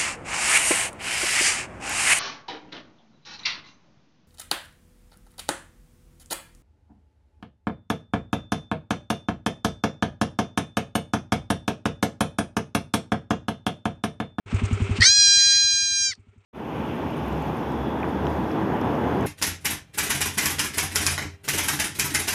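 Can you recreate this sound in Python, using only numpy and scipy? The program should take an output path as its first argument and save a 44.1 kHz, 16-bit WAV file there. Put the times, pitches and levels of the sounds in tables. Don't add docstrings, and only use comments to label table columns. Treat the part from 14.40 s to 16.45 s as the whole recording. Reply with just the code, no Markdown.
import sys
import numpy as np
from scipy import signal
from scipy.fft import rfft, irfft, next_fast_len
from scipy.io import wavfile
from scipy.ndimage import uniform_filter1d, map_coordinates

SR = 44100
rng = np.random.default_rng(int(sys.argv[2]) if len(sys.argv) > 2 else 0)


def volts_from_db(level):
    exponent = np.asarray(level, float) / 20
    return 10 ** exponent


def wrap_up_sound(samples):
    columns = np.atleast_2d(samples).T
    tamed = np.clip(columns, -1, 1)
    steps = np.round(tamed * 32767).astype(np.int16)
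    wavfile.write(sys.argv[1], SR, steps)


N = 90404
T = np.arange(N) / SR


def unit(x):
    return x / np.sqrt(np.mean(x ** 2) + 1e-20)


def curves(rows):
    s, *columns = np.transpose(rows)
    return [np.interp(T, s, column) for column in columns]


def wobble(rate_hz):
    return map_coordinates(rng.standard_normal(int(N * rate_hz / SR) + 4), [T * rate_hz])


def filtered(x, response):
    m = next_fast_len(N + SR // 2)
    return irfft(rfft(x, m) * response(np.fft.rfftfreq(m, 1 / SR)), m)[..., :N]


def resonances(peaks):
    def response(f):
        total = 0
        for k, (hz, width, db) in enumerate(peaks):
            peak = 1j * f * width / (hz * hz - f * f + 1j * f * width)
            total = total + (-1) ** k * volts_from_db(db) * peak
        return total
    return response


def burst(s, level_db, hz, length_s, width):
    swell = np.exp(-((T - s) / length_s) ** 2)
    return volts_from_db(level_db) * swell * unit(filtered(rng.standard_normal(N), resonances([(hz, width * hz, 0)])))


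CYCLE_S = .09168


def firings():
    first_s, jitter_s, strength_db = .032, .0003, .6
    count = int(N / SR / CYCLE_S) + 1
    chance = rng.standard_normal((count, 2))
    times = first_s + CYCLE_S * np.arange(count) + jitter_s * chance[:, 0]
    fire = np.zeros(N + SR)
    fire[np.round(times * SR).astype(int)] = volts_from_db(strength_db * chance[:, 1])
    fire[:round(CYCLE_S * SR)] *= volts_from_db(-11)
    return fire


# pitch_hz, level_db, t60_s, attack_s, delay_s
EXHAUST_MODES = [(232.5, -14.5, 0.062, 0.0047, 0.0023), (147.8, -17, 0.035, 0.0044, 0),
                 (98.4, -11, 0.15, 0.0042, .0172), (66, -16, .1, .005, .014)]


def exhaust(fire):
    t = T[:SR // 4]
    thump = 0
    for hz, db, t60, attack, delay in EXHAUST_MODES:
        age = np.maximum(t - delay, 0)
        envelope = volts_from_db(db - 60 * age / t60) * (1 - np.exp(-age / attack))
        thump = thump + envelope * np.sin(2 * np.pi * hz * age)
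    return signal.fftconvolve(fire, thump)[:N]


# pitch_hz, density_db (per Hz)
CLATTER_SPECTRUM = [(280, -43), (480, -4), (1330, -3), (1690, -8.5), (2610, -2.5), (4860, -20.5),
                    (8620, -21.5), (9400, -30.5), (12200, -60), (20700, -120)]


def clatter(noise):
    f, db = np.transpose(CLATTER_SPECTRUM)
    colour = lambda hz: volts_from_db(np.interp(np.log(hz + 1), np.log(f), db))
    return unit(filtered(noise, colour)) * volts_from_db(2.7 * wobble(90))


def outflow(fire):
    delay_s, t60_s = .021, .2
    t = T[:SR // 4]
    decay = (t > delay_s) * volts_from_db(-60 * np.maximum(t - delay_s, 0) / t60_s)
    return signal.fftconvolve(fire, decay)[:N]


# pitch_hz, width_hz, level_db
CASING_MODES = [(220, 110, -6.5), (405, 22, 4.5), (1320, 70, -7.5), (2250, 250, -12), (2640, 100, -17.5)]


def casing(noise, fire, flow):
    valve_s, valve_width_s = .07, .008
    knock = np.exp(-((T[:SR // 4] - valve_s) / valve_width_s) ** 2)
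    valve = signal.fftconvolve(fire, knock)[:N]
    ring = unit(filtered(noise, resonances(CASING_MODES))) * volts_from_db(1.4 * wobble(30))
    return ring * (.7 + .5 * flow + .8 * valve)


def hiss(noise, flow):
    jet = unit(filtered(noise, resonances([(7300, 2500, 0)])))
    return jet * flow * volts_from_db(1.9 * wobble(40))


def engine():
    fire = firings()
    flow = outflow(fire)
    noise = rng.standard_normal((3, N))
    rattling = volts_from_db(-42) * clatter(noise[0])
    ringing = volts_from_db(-40) * casing(noise[1], fire, flow)
    return exhaust(fire) + rattling + ringing + volts_from_db(-47) * hiss(noise[2], flow)


# peak_s, level_db, pitch_hz, length_s
LOOSE_PARTS = [
    (.257, -40, 6800, 0.0065),
    (0.297, -53, 2500, 0.013),
    (0.501, -50, 2300, 0.0061),
    (0.573, -34, 2630, 0.015),
]


def loose_parts():
    return sum(burst(*row, .4) for row in LOOSE_PARTS)


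# time_s, pitch_hz
FOLD_PITCH = [
    (.605, 597.3),
    (.635, 681.5),
    (.66, 768.7),
    (.7, 814.8),
    (.745, 826),
    (.9, 806.1),
    (1.2, 811.9),
    (1.64, 802.2),
    (1.7, 782),
]


def fold_vibration():
    crack_s, crack_length_s, drop, bend = 1.703, .03, .22, 1.3
    (pitch,) = curves(FOLD_PITCH)
    pitch = pitch * (1 - drop * np.clip((T - crack_s) / crack_length_s, 0, 1.2) ** bend)
    waver = .002 * (wobble(20) + .4 * wobble(90))
    return pitch, 2 * np.pi * np.cumsum(pitch * (1 + waver)) / SR


def side_branch(f):
    hz, width_hz, depth = 2640, 1100, .039
    return (hz ** 2 - f * f + 1j * f * width_hz * depth) / (hz ** 2 - f * f + 1j * f * width_hz)


# pitch_hz, width_hz, level_db
OPEN_THROAT = [(1938, 330, -3), (4444, 510, 2), (6100, 1300, -1.5), (7300, 690, -7.5)]
# time_s, head_turn (0-3, picks among the four stages), narrowing (0-1)
MOUTH_SHAPE = [
    (.635, 1.9, 0.96),
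    (.665, 2, 0),
    (.74, 0, 0),
    (.9, 0, 0.09),
    (1.22, 1, 0.02),
    (1.55, 1.73, 0.04),
    (1.69, 2.96, 0.08),
    (1.706, 2.98, 0.15),
    (1.72, 3, 1),
]
# multiple, level_db
STAGE_0 = [(1, -37), (2, -13), (3, -15.5), (4, -12), (5, 0.5), (6, -3), (7, -1), (8, -6.5), (9, -13),
           (10, -14.5), (11, -21.5)]
STAGE_1 = [(1, -42), (2, -13.5), (3, -14.5), (4, -13.5), (5, 0.5), (6, -3), (7, -7), (8, -4), (9, -21.5),
           (10, -17.5), (11, -26)]
STAGE_2 = [(1, -40), (2, -11.5), (3, -9), (4, -13), (5, -2), (6, -4), (7, -1), (8, 2.5), (9, -14.5),
           (10, -17), (11, -14)]
STAGE_3 = [(1, -44), (2, -12), (3, -11), (4, -14), (5, -4), (6, 2), (7, 0), (8, 0), (9, -1.5), (10, -17.5),
           (11, -18)]
# time_s, level_db
BREATH_EFFORT = [
    (.6, -38),
    (.624, -10),
    (.645, -21),
    (.668, -11),
    (.745, -16.5),
    (.8, -13.5),
    (1.17, -16.5),
    (1.5, -23),
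    (1.65, -21),
]


def clear_tone(pitch, phase):
    turn, narrow = curves(MOUTH_SHAPE)
    unsettled = phase + .3 * narrow * wobble(300)
    stages = np.array([STAGE_0, STAGE_1, STAGE_2, STAGE_3])[..., 1]
    throat, lowest = resonances(OPEN_THROAT), resonances(OPEN_THROAT[:1])
    tone = 0
    for k in range(1, 12):
        shimmer_db = 1.07 * (wobble(25) + k * .069 * wobble(9))
        level = volts_from_db(np.interp(turn, range(4), stages[:, k - 1]) + shimmer_db)
        spread = .04 * k * k
        wave = np.cos(k * unsettled + np.angle(throat(k * pitch)) + spread)
        lift = 1 + narrow * volts_from_db(32) * np.abs(lowest(k * pitch)) ** 2
        tone = tone + level * wave * lift
    power = uniform_filter1d(uniform_filter1d(tone ** 2, size=300), size=219)
    tone = tone / np.sqrt(np.abs(power) + 1e-9)
    fade_db = 2500 * np.maximum(T - 1.65, 0) ** 2 + 3000 * np.maximum(T - 1.734, 0)
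    return volts_from_db(curves(BREATH_EFFORT)[0] - fade_db) * tone


# pitch_hz, width_hz, level_db
PINCHED_THROAT = [(1877, 270, -5.5), (4404, 450, 0.5), (5630, 700, -5), (7260, 530, -13)]
# time_s, level_db
HOARSENESS = [
    (.597, -60),
    (.609, -27),
    (.642, -14),
    (.666, -18),
    (.69, -33),
    (.78, -78),
    (1.6, -78),
    (1.722, -37),
    (1.785, -82),
]


def hoarse_puffs(gate):
    pinched = resonances(PINCHED_THROAT)

    def colour(f):
        breath = .08 * f * f / (f * f + 910 ** 2)
        return side_branch(f) * (pinched(f) * np.abs(pinched(f)) + breath)

    noise = gate * volts_from_db(1.5 * wobble(160)) * rng.standard_normal(N)
    return volts_from_db(curves(HOARSENESS)[0]) * unit(filtered(noise, colour))


# time_s, level_db
RATTLE_LEVEL = [
    (.93, -80),
    (.99, -32),
    (1.06, -34),
    (1.13, -30),
    (1.2, -38),
    (1.27, -50),
    (1.36, -82),
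]


def three_cycle_rattle(phase, gate):
    throat = resonances(OPEN_THROAT)

    def colour(f):
        return throat(f) * np.abs(throat(f)) * side_branch(f) + .02 * (f > 450) * (f < 910)

    drift = phase / 3 + .9 * wobble(50)
    thirds = sum(np.cos(drift + k * phase) + np.cos(drift - (k + 1) * phase) for k in range(11))
    rough = unit(thirds * volts_from_db(3 * wobble(40))) + .95 * unit(gate * rng.standard_normal(N))
    return volts_from_db(curves(RATTLE_LEVEL)[0]) * unit(filtered(rough, colour))


def bleat():
    pitch, phase = fold_vibration()
    gate = np.exp(.8 * np.cos(phase))
    voice = clear_tone(pitch, phase) + hoarse_puffs(gate) + three_cycle_rattle(phase, gate)
    return (T > BREATH_EFFORT[0][0]) * (T < HOARSENESS[-1][0]) * voice


# peak_s, level_db, pitch_hz, length_s
GLOTTAL_CRACKS = [
    (.6095, -18.5, 4700, 0.0015),
    (.6195, -17, 2025, .001),
    (.6195, -24, 5650, .0008),
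    (1.753, -51, 5000, 0.0038),
]


def glottal_cracks():
    return sum(burst(*row, .15) for row in GLOTTAL_CRACKS)


# time_s, level_db
BACKGROUND_GAIN = [
    (.056, -54),
    (.062, -8),
    (.12, 1),
    (.625, 0),
    (.66, -19),
    (.76, -25.5),
    (1.2, -27.5),
    (1.7, -30),
    (2.05, -30),
]


def scene():
    voice = bleat()
    motor = volts_from_db(curves(BACKGROUND_GAIN)[0]) * engine()
    under = uniform_filter1d(1. * (T > .72) * (T < 1.7), size=2205)
    treble = filtered(motor, lambda hz: 1 / (1 + (1410 / (hz + 1)) ** 8))
    motor = motor - under * (1 - volts_from_db(-11.5)) * treble
    return (voice + motor + loose_parts() + glottal_cracks())[None]


def top_cut(x):
    return signal.sosfilt(signal.butter(12, 10130, fs=SR, output="sos"), x)


def record(dry):
    ceiling, low_hz, top_hz, edge_hz = 1, 45, 9490, 130
    held = dry / (1 + np.abs(dry / ceiling) ** 6) ** (1 / 6)

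    def band(hz):
        highpass = 1j * hz / (low_hz + 1j * hz)
        return highpass / (1 + np.exp(np.clip((hz - top_hz) / edge_hz, -50, 50))) ** 2

    return top_cut(filtered(-held, band))


dry = scene()
out = record(dry)
wrap_up_sound(out)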